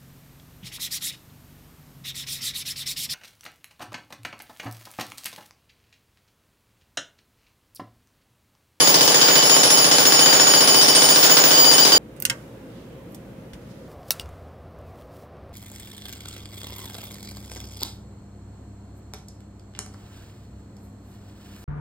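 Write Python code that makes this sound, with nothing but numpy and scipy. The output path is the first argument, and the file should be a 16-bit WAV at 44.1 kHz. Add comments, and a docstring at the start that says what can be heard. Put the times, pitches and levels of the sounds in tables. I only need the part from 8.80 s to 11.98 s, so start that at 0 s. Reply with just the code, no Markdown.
"""An electric jackhammer is already chiselling a concrete floor in a bare, half-built room.
Over the motor's whirr and hum, it strikes about 14 times a second. Each stroke starts with a soft thump;
then the concrete cracks, the steel chisel rings and the piston knocks in its casing. Grit and loose
parts rattle, and the room smears each blow into the next. About 2.5 seconds in, one dull bump sounds
underneath, and the hammering carries on to the end."""
import sys
import numpy as np
from scipy import signal
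from scipy.fft import rfft, irfft, next_fast_len
from scipy.io import wavfile
from scipy.ndimage import uniform_filter1d, minimum_filter1d, map_coordinates

SR = 44100
rng = np.random.default_rng(int(sys.argv[2]) if len(sys.argv) > 2 else 0)


def wav_out(sig):
    """Save sig, one row per channel (or a flat mono array), as 16-bit PCM at SR to the path in sys.argv[1]."""
    wavfile.write(sys.argv[1], SR, np.round(np.clip(np.atleast_2d(sig).T, -1, 1) * 32767).astype(np.int16))


N = 140238


def amp(db):
    """Turn decibels into a number to multiply by."""
    return 10 ** (np.asarray(db) / 20)


def along(points, hz):
    """Read a table of (pitch_hz, value) rows at any pitch, sliding between the rows."""
    pitches, values = np.transpose(points)
    return np.interp(np.log(hz + 1), np.log(pitches + 1), values)


def fade(t, fade_s):
    """Start at t = 0 and die away, losing 60 dB every fade_s seconds."""
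    return (t >= 0) * np.exp(-np.log(1000) * np.abs(t) / fade_s)


def filtered(x, response):
    """Turn each pitch in x up or down by the gain response(hz)."""
    size = next_fast_len(x.shape[-1] + SR // 4)
    gain = response(np.fft.rfftfreq(size, 1 / SR))
    return irfft(rfft(x, size) * gain, size)[..., :x.shape[-1]]


def add(track, start_s, sound):
    """Mix a sound into the track at start_s."""
    i = round(start_s * SR)
    part = sound[..., max(-i, 0):max(N - i, 0)]
    track[..., max(i, 0):max(i, 0) + part.shape[-1]] += part


def wander(rate_hz, t):
    """Random drift in a tone's strength and phase, as one complex curve for each side."""
    points = rng.standard_normal((4, 128))
    curves = np.array([map_coordinates(p, [t * 2 * rate_hz + 2], order=1, mode="mirror") for p in points])
    return curves[:2] + 1j * curves[2:]


# How alike left and right sound: pitch_hz, likeness (1 or more = the same, 0 = unrelated, -1 = opposite)
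LIKENESS = [(30, 0.5), (100, 0.2), (200, 2.6), (350, -0.1), (700, 0.34), (1300, -0.25), (2500, 0),
            (14000, -0.32)]

def spread(noise_pair, colour):
    """Turn two noises into a left and right with the given tone colour and an average power of 1."""
    def response(hz):
        angle = np.arccos(np.clip(along(LIKENESS, hz), -1, 1)) / 2
        return amp(along(colour, hz)) * [np.cos(angle), np.sin(angle)]
    mid, side = filtered(noise_pair, response)
    stereo = np.array([mid + side, mid - side])
    return stereo / np.sqrt(np.mean(stereo ** 2) + 1e-20)


# When each blow lands and how strongly it cracks and rings: start_s, crack_db, low_ring_db, high_ring_db
BLOWS = [(0.0027, 4.5, -1.0, 0), (0.0728, 4, -3, -5), (0.142, 5, -2, -8), (0.2081, 2.5, -5, -2.5),
         (0.276, 4.5, -5, -4.5), (0.3436, 4, -0.5, -0.0), (0.4133, 5.2, 5, -0.5), (0.483, 4, -2, 0),
         (0.5548, 4, 1.5, 0), (0.6255, 2.2, -6, -4), (0.6961, 4, 0, 3), (0.7642, 1.5, -12, -2),
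         (0.8324, 5.5, -9, -8), (0.9025, 3.5, -4, 0.0), (0.9728, 2, 0, -1), (1.0435, 3.5, -8, -5),
         (1.1127, 5.5, -1, -3), (1.1829, 4, -6, -4), (1.2525, 3, -5, -1), (1.3214, 3.5, -2, -1),
         (1.3909, 4, 3.5, 2), (1.4586, 4.3, 5, 0), (1.528, 5, -4, 1.5), (1.5973, 4.5, -4, 2.5),
         (1.6676, 3.0, 1, 3), (1.7365, 3, 2, 0), (1.8069, 3.5, -1.5, -7), (1.8753, 4, 3, 0.5),
         (1.9437, 2.5, 0, -7), (2.0121, 6, -6, -7), (2.0807, 1, 0.5, -6), (2.1493, 6, 2, -4),
         (2.2183, 4, -5, -2), (2.2876, 4, 1, -1.5), (2.3573, 3.5, -7, -4.5), (2.4276, 8, -7, 0),
         (2.4968, 2, -0.5, 2), (2.5684, 5, -10, -1.5), (2.6382, 4.5, -8, -2.0), (2.7067, 5, 6, -1.5),
         (2.7754, 0.0, 6, 0), (2.8433, 2.5, 8.5, -2.5), (2.9125, 2.5, 2, -2.0), (2.9804, 5.5, 7.5, -2.5),
         (3.05, 5, -3, -5), (3.1191, 4.0, 9.5, -2)]
CYCLE_S = .0694

def blows():
    """List every blow, with two before the start because the hammer is already running."""
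    return [(BLOWS[0][0] - k * CYCLE_S, 0, 0, 0) for k in (2, 1)] + list(BLOWS)


# Tone colour of the motor and its fan: pitch_hz, level_db
MOTOR_COLOUR = [(20, -28), (50, -24), (100, -5), (450, -1), (2500, -1), (5500, -1), (8000, -44),
                (15000, -32)]

def motor_whirr():
    """The motor and its cooling fan make a steady rushing noise."""
    return amp(-25) * spread(rng.standard_normal((2, N)), MOTOR_COLOUR)


# Steady tones of the motor and gears: pitch_hz, level_db
HUM_TONES = [(395, 0), (436, -3), (479, .5), (536, -3), (577, -1), (845, -4.5), (1107, -3.5)]

def gear_hum():
    """The motor and gears hum on from stroke to stroke, wavering slightly."""
    t, track = np.arange(N) / SR, np.zeros((2, N))
    for hz, level_db in HUM_TONES:
        waver = 1 + .084 * wander(rate_hz=3.08, t=t)
        tone = np.exp(2j * np.pi * (hz * t + rng.random()))
        track += amp(level_db) * (waver * tone).real
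    return amp(-35.5) * track


# A soft, deep bump: start_s, level_db
BUMPS = [(2.51, -38)]

def bump(pitch_hz=58.3):
    """One low note dies away quickly beneath the hammering."""
    t, track = np.arange(SR // 8) / SR, np.zeros(N)
    note = fade(t, fade_s=.045) * np.sin(2 * np.pi * pitch_hz * t)
    for start_s, level_db in BUMPS:
        add(track, start_s, amp(level_db) * note)
    return track


def floor_thump(start_hz=205, end_hz=95, length_s=.075, early_s=.016):
    """Each stroke pushes the floor slab, making a soft, low note that falls in pitch."""
    t, track = np.arange(SR // 8) / SR, np.zeros(N)
    progress = np.clip(t / length_s, 0, 1)
    hz = start_hz * (end_hz / start_hz) ** progress
    note = np.sin(np.pi * progress) * np.sin(2 * np.pi * np.cumsum(hz) / SR)
    for start_s, *_ in blows():
        add(track, start_s - early_s, note)
    return amp(-36.5) * track


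# Tone colour of the knocks' echo in the room: pitch_hz, level_db
ECHO_COLOUR = [(60, -54), (95, -36), (170, 1), (220, -9.5), (290, 2), (430, 0), (660, 2), (850, 4.5),
               (980, -0.5), (1100, 1.5), (1250, -5), (5000, -38)]

def room_echo(fade_s=.235):
    """The room answers the piston's knocks (below) the same way every cycle, which makes a buzz."""
    t, track = np.arange(SR // 3) / SR, np.zeros((2, N))
    power = sum(amp(db) ** 2 * fade(t - delay_s, fade_s) ** 2 for delay_s, _, db, _ in KNOCKS)
    spectrum = rfft(np.sqrt(power) * rng.standard_normal((2, len(t))))
    echo = irfft(spectrum / np.abs(spectrum))  # make every pitch equally strong before colouring
    for start_s, *_ in blows():
        add(track, start_s, echo)
    return amp(-24.5) * spread(track, ECHO_COLOUR)


# Knocks of striker, piston and casing after each blow: delay_s, pitch_hz, level_db, fade_s
KNOCKS = [(0, 290, 0.5, 0.073), (0, 507, -0.5, 0.052), (.001, 850, -4.5, 0.031), (.013, 763, -2.5, 0.027),
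          (.02, 449, -1.5, 0.035), (.023, 320, -1.5, 0.029), (.03, 582, -1.5, 0.038),
          (.046, 435, 0.5, 0.03)]

def piston_knocks(rise_waves=.77, pitch_scatter=.037, phase_shift_rad=.38):
    """The moving parts make the same run of short knocks every cycle, left and right a bit out of step."""
    t, track = np.arange(SR // 10) / SR, np.zeros((2, N))
    for delay_s, hz, level_db, fade_s in KNOCKS:
        rise = 1 - np.exp(-(t * hz / rise_waves) ** 2)
        shape = amp(level_db) * rise * fade(t, fade_s)
        phase = phase_shift_rad * np.array([[1], [-1]]) * rng.choice([-1, 1])
        for start_s, *_ in blows():
            knock_hz = hz * (1 + pitch_scatter * rng.standard_normal())
            add(track, start_s + delay_s, shape * np.sin(2 * np.pi * knock_hz * t + phase))
    return amp(-16.5) * track


# Tones of the steel chisel: pitch_hz, level_db, waver_hz, follows (share of the blow's ring_db, 0 to 1)
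CHISEL_TONES = [(3030, -5.3, 40, .6), (4770, -1, 8, .9), (4835, -5.5, 55, .4), (5442, -3.5, 42, 0),
                (6819, -.2, 12, 1), (6928, -1.2, 22, 1), (9086, -9, 12, .1), (9285, -14, 60, .2),
                (10752, -8.5, 8, .2), (11579, -18, 25, .2), (11923, -19, 25, .2), (14653, -20, 25, .2),
                (15482, -5.3, 20, .3)]
# How nearby tones swell and sink as the chisel works in: pitch_hz -> rows of time_s, level_db
TONE_DRIFT = { 3020: [(.48, -2), (.7, 5), (.97, -1), (1.3, 2.5), (1.6, -1.5), (2.5, 0.5), (2.98, -2.5)],
              5435: [(.14, -3), (.42, -3), (.63, 0.5), (1.1, 0.5), (1.7, 2), (2.2, 1.5), (2.72, -4),
              (3.12, -4)], 9200: [(.85, -4.5), (1.3, 2), (1.94, 3), (2.08, 2), (2.15, 10), (2.5, 1.5),
              (2.77, -2.5), (2.88, 11), (3.0, -4)], 10750: [(0, 5.5), (.5, -6.5), (.63, 9.5), (.76, -1),
              (.84, 9.5), (1.18, 0.5), (1.6, -2), (1.95, 6.5), (2.5, -5), (3.12, -1)], 15480: [(.6, 6.5),
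              (1.05, 2), (2.1, 6.5), (2.5, 9.5), (3.12, 9)], }
RING_RISE_S, RING_FADE_S, CHOKE_FADE_S = .0079, .63, .16
HIGH_RING_ABOVE_HZ, CHATTER_HZ, RING_SCATTER_DB = 6000, 130, 1.67

def chisel_ring():
    """Each blow rings the steel and the next chokes it; it chatters in its holder as it rings."""
    t, track = np.arange(SR // 4) / SR, np.zeros((2, N))
    slow_t = t[::63]  # loudness changes slowly, so fewer time steps will do
    rise = 1 - np.exp(-slow_t / RING_RISE_S)
    choke = fade(np.maximum(slow_t - CYCLE_S, 0), CHOKE_FADE_S)
    shape = rise * fade(slow_t, RING_FADE_S) * choke
    for hz, level_db, waver_hz, follows in CHISEL_TONES:
        drift = next((rows for near_hz, rows in TONE_DRIFT.items() if abs(near_hz - hz) < hz / 20), [(0, 0)])
        tone = np.exp(2j * np.pi * hz * t)
        for start_s, _, low_ring_db, high_ring_db in blows():
            steady = .081 * np.exp(2j * np.pi * rng.random())
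            waver = .5 * wander(waver_hz, slow_t)  # the room's echoes make the tone waver
            chatter = .1 * wander(CHATTER_HZ, slow_t)
            ring = shape * (steady + waver + chatter)
            ring *= np.linalg.norm(shape) / np.linalg.norm(ring)  # wavering adds no energy
            ring = np.array([np.interp(t, slow_t, side) for side in ring])
            ring_db = high_ring_db if hz > HIGH_RING_ABOVE_HZ else low_ring_db
            drift_db = np.interp(start_s, *np.transpose(drift))
            scatter_db = RING_SCATTER_DB * rng.standard_normal()
            gain = amp(level_db + follows * ring_db + drift_db + scatter_db)
            add(track, start_s, gain * (ring * tone).real)
    return amp(-12) * track


# Tone colour of steel hitting concrete: pitch_hz, level_db
CRACK_COLOUR = [(100, -58), (400, -3.5), (900, -7.5), (1500, 2.5), (2400, -5.5), (3300, 1), (4200, -0.5),
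                (5200, 4.5), (6200, -1), (7600, -9), (9200, -8), (10500, -11), (13000, -15), (15500, -31)]
CRACK_RISE_S, CRACK_FADE_S, ROOM_DB, ROOM_FADE_S = .00031, .041, -8, .58
GRIT_PER_S, GRIT_SCATTER_DB, GRIT_FADE_S = 81, 2, .0056

def concrete_cracks():
    """Each blow is a sharp burst of noise that lingers in the room; grit and loose parts tick along."""
    t, power = np.arange(SR // 2) / SR, np.zeros(N)
    rise = 1 - np.exp(-t / CRACK_RISE_S)
    room_tail = amp(ROOM_DB) * fade(t, ROOM_FADE_S)
    shape = rise * np.hypot(fade(t, CRACK_FADE_S), room_tail)
    for start_s, crack_db, *_ in blows():
        add(power, start_s, (amp(crack_db) * shape) ** 2)
    has_tick = rng.random(N) < GRIT_PER_S / SR
    ticks = has_tick * amp(GRIT_SCATTER_DB * np.clip(rng.standard_normal(N), -2, 2))
    rattle = np.abs(signal.fftconvolve(ticks ** 2, fade(t, GRIT_FADE_S) ** 2)[:N])
    cracks = spread(np.sqrt(power) * rng.standard_normal((2, N)), CRACK_COLOUR)
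    grit = spread(np.sqrt(rattle * power) * rng.standard_normal((2, N)), CRACK_COLOUR)
    return amp(-13.5) * np.sqrt(power.mean()) * cracks + amp(-26.5) * grit


# How bright the cracks are: time_s, tilt_db (highs go up and lows go down by this much)
BRIGHTNESS = [(0, 1), (.25, 3.5), (0.501, -1.5), (.9, 1.5), (1.549, -2), (1.8, -1.5), (2.0, 3),
              (2.298, 1.5), (2.552, 0), (3.18, 2.5)]

def changing_concrete(cracks, low_hz=2200, high_hz=5500):
    """The cracks turn duller or brighter as the chisel finds new concrete."""
    tilt_db = np.interp(np.arange(N) / SR, *np.transpose(BRIGHTNESS))
    lows = filtered(cracks, lambda hz: 1 / (1 + (hz / low_hz) ** 8))
    highs = cracks - filtered(cracks, lambda hz: 1 / (1 + (hz / high_hz) ** 12))
    return cracks + (amp(-tilt_db) - 1) * lows + (amp(tilt_db) - 1) * highs


# Which side is louder at each pitch: pitch_hz, left_minus_right_db
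BALANCE = [(110, 0), (200, -3.5), (380, -4.5), (700, -.5), (1300, -2), (2400, -1.5), (4800, 2.3), (5400, 1),
           (6700, 3), (9200, -2), (15500, -3.5)]

def scene():
    """Add up all the sounds and lean each pitch to the left or right."""
    background = motor_whirr() + gear_hum() + bump() + floor_thump() + room_echo()
    hammer = piston_knocks() + chisel_ring() + changing_concrete(concrete_cracks())
    return filtered(background + hammer, lambda hz: amp(np.outer([.5, -.5], along(BALANCE, hz))))


def record(dry, top_hz=15750, ceiling=.92, smooth_s=.003):
    """Cut the very highest pitches and briefly turn down any peak that passes the ceiling."""
    x = filtered(dry, lambda hz: hz < top_hz)
    size = round(smooth_s * SR)
    needed_gain = ceiling / np.maximum(np.abs(x), ceiling)
    held_gain = minimum_filter1d(needed_gain, 2 * size, axis=1)
    smooth_gain = uniform_filter1d(held_gain, size, axis=1)
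    return filtered(x * smooth_gain, lambda hz: hz < top_hz)


dry = scene()
out = record(dry)
wav_out(out)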